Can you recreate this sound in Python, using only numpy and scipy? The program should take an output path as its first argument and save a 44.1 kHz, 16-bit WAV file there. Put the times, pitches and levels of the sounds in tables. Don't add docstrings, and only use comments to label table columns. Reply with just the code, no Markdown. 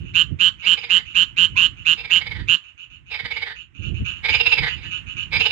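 import sys
import numpy as np
from scipy import signal
from scipy.fft import rfft, irfft
from scipy.io import wavfile
from scipy.ndimage import uniform_filter1d, minimum_filter1d

SR = 44100
rng = np.random.default_rng(int(sys.argv[2]) if len(sys.argv) > 2 else 0)


def file_out(sig):
    cols = np.atleast_2d(sig).T
    lim = np.clip(cols, -1, 1)
    pcm = np.round(lim * 32767).astype(np.int16)
    wavfile.write(sys.argv[1], SR, pcm)


N = 242991
T = np.arange(N) / SR


def amp(db):
    return 10 ** (np.asarray(db) / 20)


def unit(x):
    return x / np.sqrt(np.mean(x ** 2) + 1e-18)


def add(track, start_s, sound):
    i = int(round(start_s * SR))
    a, b = max(i, 0), min(i + len(sound), N)
    if b > a:
        track[a:b] += sound[a - i:b - i]


def colour(x, points, size=4096):
    hz, db = np.transpose(points)
    log_hz = np.log(np.fft.rfftfreq(size, 1 / SR) + 1)
    log_gain = np.log(amp(np.interp(log_hz, np.log(hz), db)))
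    cepstrum = irfft(log_gain)[:size // 2]
    cepstrum[1:] *= 2
    return signal.fftconvolve(x, irfft(np.exp(rfft(cepstrum, size))))[:len(x)]


def stereo_noise(spectrum):
    return np.array([unit(colour(noise, spectrum)) for noise in rng.standard_normal((2, N))])


def swell(t, peak_s, order=1):
    u = np.maximum(t, 0) / peak_s
    return (u * np.exp(1 - u)) ** order


def scatter(x, delay_s, t60_s):
    t = np.arange(SR // 2) / SR - delay_s
    tails = rng.standard_normal((2, len(t))) * (t > 0) * np.exp(-np.log(1000) * np.abs(t) / t60_s)
    return np.array([signal.fftconvolve(x, tail / np.linalg.norm(tail))[:N] for tail in tails])


def placed(x, left_db, grass_db, grass_t60_s, tail_db, tail_t60_s, lag_s=0):
    left = irfft(rfft(x) * np.exp(-2j * np.pi * np.fft.rfftfreq(N, 1 / SR) * lag_s), N)
    direct = np.array([amp(left_db) * left, x])
    grass = amp(grass_db) * scatter(x, delay_s=.00075, t60_s=grass_t60_s)
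    tail = amp(tail_db) * scatter(x, delay_s=.017, t60_s=tail_t60_s)
    return direct + grass + tail


def breeze(gain_db=3.5, flow_pan_db=-9, buffet_db=3.5, eddy_s=.027):
    # time_s, level_db
    flow = [(0, -33), (.35, -42), (.55, -48), (.88, -52.5), (1.05, -49.5), (1.55, -39), (1.95, -45.5),
            (2.5, -40.5), (2.6, -63.5), (2.8, -60.5), (2.92, -51.5), (3.4, -48), (3.68, -56.5),
            (3.85, -41.5), (4.5, -40), (5.5, -39.5)]
    # peak_s, half_length_s, level_db, left_minus_right_db
    gusts = [(0.147, 0.015, -31.5, -7.5), (0.326, 0.019, -24, -28.5), (1.539, 0.018, -36.5, 3.5),
             (2.42, 0.058, -31.5, -19.5), (3.249, 0.014, -38.5, -19), (3.885, 0.057, -22, -28),
             (4.02, 0.027, -23.5, -5), (4.311, 0.013, -32.5, -18), (4.637, 0.021, -25, -11),
             (5.374, 0.04, -32.5, -14.5)]
    # freq_hz, gain_db
    rumble = [(12, -56.5), (20, -31), (54, -0.5), (88, 1), (156, -6), (226, -17), (342, -18.5),
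              (381, -26.5), (800, -50.5), (1040, -85.5), (1760, -120)]

    def ports(pan_db):
        share = amp(np.array([[pan_db], [-pan_db]]))
        return share / share.sum()

    power = ports(flow_pan_db) * amp(np.interp(T, *np.transpose(flow))) ** 2
    for peak_s, half_s, db, pan_db in gusts:
        gust = amp(db) * np.exp(-((T - peak_s) / half_s) ** 2 / 2)
        power += ports(pan_db) * gust ** 2
    wind = np.sqrt(power) * stereo_noise(rumble)
    knots = np.arange(0, N / SR, eddy_s)
    eddies = np.array([np.interp(T, knots, chance) for chance in rng.standard_normal((len(knots), 2)).T])
    return amp(gain_db + buffet_db * eddies) * wind


def night_air():
    # freq_hz, gain_db
    spectrum = [(100, -13), (300, -11), (600, -9.5), (1300, 5), (2000, 6.5), (2800, 10), (4500, -20),
                (7000, -14), (9000, -26.5), (15000, -40)]
    # time_s, level_db
    hush = [(0, -56), (2.4, -51.5), (2.8, -60), (3.65, -65.5), (4.1, -48.5), (5.5, -49)]
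    return amp(np.interp(T, *np.transpose(hush))) * stereo_noise(spectrum)


def beeps(notes, peak_s, scoop_s, attack_s, release_s, slip_rad, body_db, rasp_db, climb_per_s=.35):
    # pitch_ratio, level_db
    partials = [(.53, -30), (1, 0), (1.43, -32), (2.02, -40), (2.43, -29)]
    # freq_hz, gain_db
    body = [(90, -29.5), (175, 4), (350, -5), (480, -22.5), (800, -22.5), (1100, 4.5), (1600, 7.5),
            (2050, -4.5), (3500, 8), (4200, -1), (5000, -14), (7300, -12.5), (8600, -46.5), (10500, -54.5),
            (12500, -26), (15500, -43.5)]
    sac, clicks, airflow = np.zeros((3, N))
    t = np.arange(SR // 100) / SR
    for start, length, pulse_hz, sac_hz, db, scoop in notes:
        spacing, push, drift, snap = rng.standard_normal((48, 4)).T
        ages = (np.arange(48) - 2 + np.cumsum(.025 * spacing)) / pulse_hz
        slips = slip_rad * np.cumsum(drift)
        pulses = zip(ages[ages < length + release_s], slips, 1.4 * push, 1.4 * snap)
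        for age, slip, push_db, click_db in pulses:
            opening = 1 / (1 + np.exp(.9 - 4 * age / attack_s))
            closing = 1 / (1 + np.exp(1.6 + 4 * (age - length) / release_s))
            effort = opening * closing
            size = amp(db + push_db) * effort
            note_t = age + t
            scooping = scoop * scoop_s * np.exp(-note_t / scoop_s)
            climbing = climb_per_s * (note_t - length / 2) ** 2 / 2
            phase = 2 * np.pi * sac_hz * (note_t + scooping + climbing)
            whistle = sum(amp(level) * np.sin(ratio * phase + slip) for ratio, level in partials)
            add(sac, start + age - .0009, size * swell(t, peak_s, order=4) * whistle)
            add(clicks, start + age + .0007, [size * amp(click_db)])
            add(airflow, start + age, amp(db) * effort ** .24 * swell(t, peak_s=.0054))
    rasp = amp(rasp_db) * airflow * rng.standard_normal(N)
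    return sac + colour(amp(body_db) * clicks + rasp, body)


def far_frogs(length_s=.0779, pulse_hz=176, sac_hz=2800, scoop=.06):
    # start_s, relative_level_db
    answers = [(-0.03, -45.5), (0.048, -41.5), (0.586, -35.5), (0.781, -36.5), (1.055, -34.5),
               (1.225, -40.5), (1.489, -46.5), (1.766, -39.5), (2.635, -43.5), (2.773, -38.5),
               (2.896, -42.5), (3.059, -43.5), (3.31, -36.5), (3.554, -36.5), (3.744, -42.5), (3.817, -31),
               (3.937, -36), (4.046, -25), (4.124, -36.5), (4.296, -20), (4.46, -24), (4.675, -27),
               (4.825, -34.5), (4.907, -25), (5.064, -31.5), (5.163, -25.5), (5.387, -21.5)]
    notes = [(start, length_s, pulse_hz, sac_hz, db, scoop) for start, db in answers]
    voice = beeps(notes, peak_s=.0018, scoop_s=.022, attack_s=.0088, release_s=.0071,
                  slip_rad=.8, body_db=0, rasp_db=-37)
    return amp(7.5) * placed(voice, left_db=-3, lag_s=.0001,
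                             grass_db=0, grass_t60_s=.061, tail_db=-4, tail_t60_s=.15)


def near_frog(level_db=-.16, scoop=.1, slacken_s=.02):
    # start_s, length_s, pulse_rate_hz, sac_pitch_hz
    calls = [(0.1488, 0.08, 169.4, 2911), (0.3996, 0.092, 178.9, 2969), (0.6591, 0.088, 176.6, 2953),
             (0.9006, 0.087, 177.2, 2945), (1.1534, 0.087, 177.2, 2941), (1.3743, 0.089, 174.4, 2940),
             (1.5666, 0.051, 188.1, 2785), (1.616, 0.053, 179.1, 2935), (1.8613, 0.08, 167.8, 2876),
             (2.108, 0.082, 176.3, 2912), (2.4851, 0.074, 168.4, 2897)]
    notes, last_end = [], -np.inf
    for start, length, pulse_hz, sac_hz in calls:
        rested = start - last_end > slacken_s
        notes.append((start, length, pulse_hz, sac_hz, level_db, scoop if rested else 0))
        last_end = start + length
    voice = beeps(notes, peak_s=.002, scoop_s=.012, attack_s=.016, release_s=.013,
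                  slip_rad=.6, body_db=3, rasp_db=-28.5)
    return placed(voice, left_db=-1.5, lag_s=.00025,
                  grass_db=-20, grass_t60_s=.032, tail_db=-19, tail_t60_s=.2)


def croaks(beat_s=.0612, settle_croaks=.87, last_hurry=.416, fill_hz=2410, sag_hz=1916):
    # start_s, croak_count, first_hurry_share, tiring_croaks, full_pitch_hz, level_db, swell_db
    runs = [(0.647, 8, 0.55, .64, 2430, -28.5, 2.5), (1.988, 10, 0.68, 2.6, 2284, -29.5, 2),
            (3.124, 9, 0.56, 1.47, 2200, -25, 4.5), (4.257, 9, .37, .96, 2667, -14.5, 3),
            (4.785, 3, 0.2, 1, 2120, -35, 4.5), (5.339, 9, 0.56, 2.8, 2780, -13.5, 7.5)]
    rows = []
    for start, count, hurry, tiring, full_hz, db, swell_db in runs:
        k = np.arange(int(round(count)))
        hurry_in = hurry * np.exp(-k[:-1] / settle_croaks)
        hurry_out = last_hurry * np.exp(-k[:-1][::-1] / tiring)
        middles = start + beat_s * np.append(0, np.cumsum(1 - hurry_in - hurry_out))
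        filling = np.exp(-(k / 1.3) ** 2)
        sagging = np.exp(-(k[::-1] / 1.7) ** 2)
        lengths_s = .032 + .013 * filling + .016 * sagging
        pitches_hz = full_hz + (fill_hz - full_hz) * filling + (sag_hz - full_hz) * sagging
        levels_db = db + swell_db * (k / k[-1] - .5) - 3 * filling - 9.5 * sagging
        detune, push_db = rng.standard_normal((len(k), 2)).T
        rows += zip(middles, lengths_s, pitches_hz * (1 + .045 * detune), levels_db + push_db)
    return rows


def rattling_frog(snap_hz=310, jitter=.22, upper_db=-17, rasp_db=-31, throat_db=10, modes_db=-9):
    # freq_hz, gain_db
    throat_shape = [(200, -31.5), (330, -6), (470, 12), (620, -16.5), (820, 4), (1250, -3), (1900, -0.5),
                    (3600, 19.5), (4900, -4), (5500, -13), (7300, -48.5), (8300, -38), (9500, -34),
                    (10600, -37), (12500, -42), (15000, -25.5)]
    # pitch_hz, width_hz, level_db
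    head_modes = [(2400, 230, -31.5), (2530, 15, 10), (3065, 29, 4.5), (3230, 44, -23.5), (3253, 22, 1),
                  (3920, 25, -25), (3900, 240, -10), (4520, 16, -30), (4700, 110, -37.5), (5000, 23, -32)]
    sac, throat = np.zeros((2, N))
    t = np.arange(SR // 25) / SR

    def ring(hz, rise_s):
        wave = swell(t, rise_s) * np.sin(2 * np.pi * hz * t)
        return wave / np.linalg.norm(wave)

    for middle, length, hz, db in croaks():
        snap_s = np.cumsum(np.abs(1 + jitter * rng.standard_normal(64))) / snap_hz
        snap_s = snap_s[snap_s < 2 * length]
        snaps = np.zeros(int(2 * length * SR) + 1)
        snaps[(snap_s * SR).astype(int)] = np.exp(-((snap_s / length - 1) / .35) ** 2)
        snaps = unit(snaps) / np.sqrt(2)
        upper_hz = 4820 * (hz / 2250) ** .18
        rings = ring(hz, rise_s=.00091) + amp(upper_db) * ring(upper_hz, rise_s=.0028)
        add(sac, middle - length, amp(db) * signal.fftconvolve(snaps, rings))
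        drive_db = -42.5 + .94 * (db + 20)
        add(throat, middle - length, amp(drive_db) * snaps)
    puffs = signal.fftconvolve(throat, swell(t, peak_s=.0005))[:N]
    throat += amp(rasp_db) * puffs * rng.standard_normal(N)
    modes = sum(amp(db) * width / 100 * np.exp(-np.pi * width * t) * np.sin(2 * np.pi * hz * t)
                for hz, width, db in head_modes)
    head = amp(modes_db) * signal.fftconvolve(throat, modes)[:N]
    voice = sac + amp(throat_db) * colour(throat, throat_shape) + head
    return placed(voice, left_db=2, grass_db=-7, grass_t60_s=.041, tail_db=-7.5, tail_t60_s=.18)


def hoot(rise_share=.18):
    # start_s, length_s, pitch_hz, level_db
    tones = [(1.555, 0.081, 1108, -29)]
    voice = np.zeros(N)
    for start, length, hz, db in tones:
        t = np.arange(int(length * SR)) / SR
        pitch_hz = hz * (1 + rise_share * (t / length - .5))
        envelope = swell(t, peak_s=.26 * length) * (1 - (t / length) ** 4)
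        add(voice, start, amp(db) * envelope * np.sin(2 * np.pi * np.cumsum(pitch_hz) / SR))
    return placed(voice, left_db=-8, grass_db=0, grass_t60_s=.087, tail_db=-30, tail_t60_s=.36)


def scene():
    # freq_hz, gain_db
    left_shade = [(100, -21), (600, 4), (1300, -5), (2500, -11.5), (4400, -18), (8000, -31.5), (15000, -29)]
    left, right = near_frog() + far_frogs() + rattling_frog() + hoot() + night_air()
    return np.array([colour(left, left_shade), right]) + breeze()


def record(dry):
    ceiling, top_hz = .97, 15900
    needed_gain = ceiling / np.maximum(np.abs(dry).max(axis=0), ceiling)
    held_gain = minimum_filter1d(needed_gain, size=256)
    gain = uniform_filter1d(uniform_filter1d(held_gain, size=128), size=128)
    lowpass = signal.ellip(8, .2, 70, top_hz, fs=SR, output="sos")
    return signal.sosfilt(lowpass, gain * dry)


dry = scene()
out = record(dry)
file_out(out)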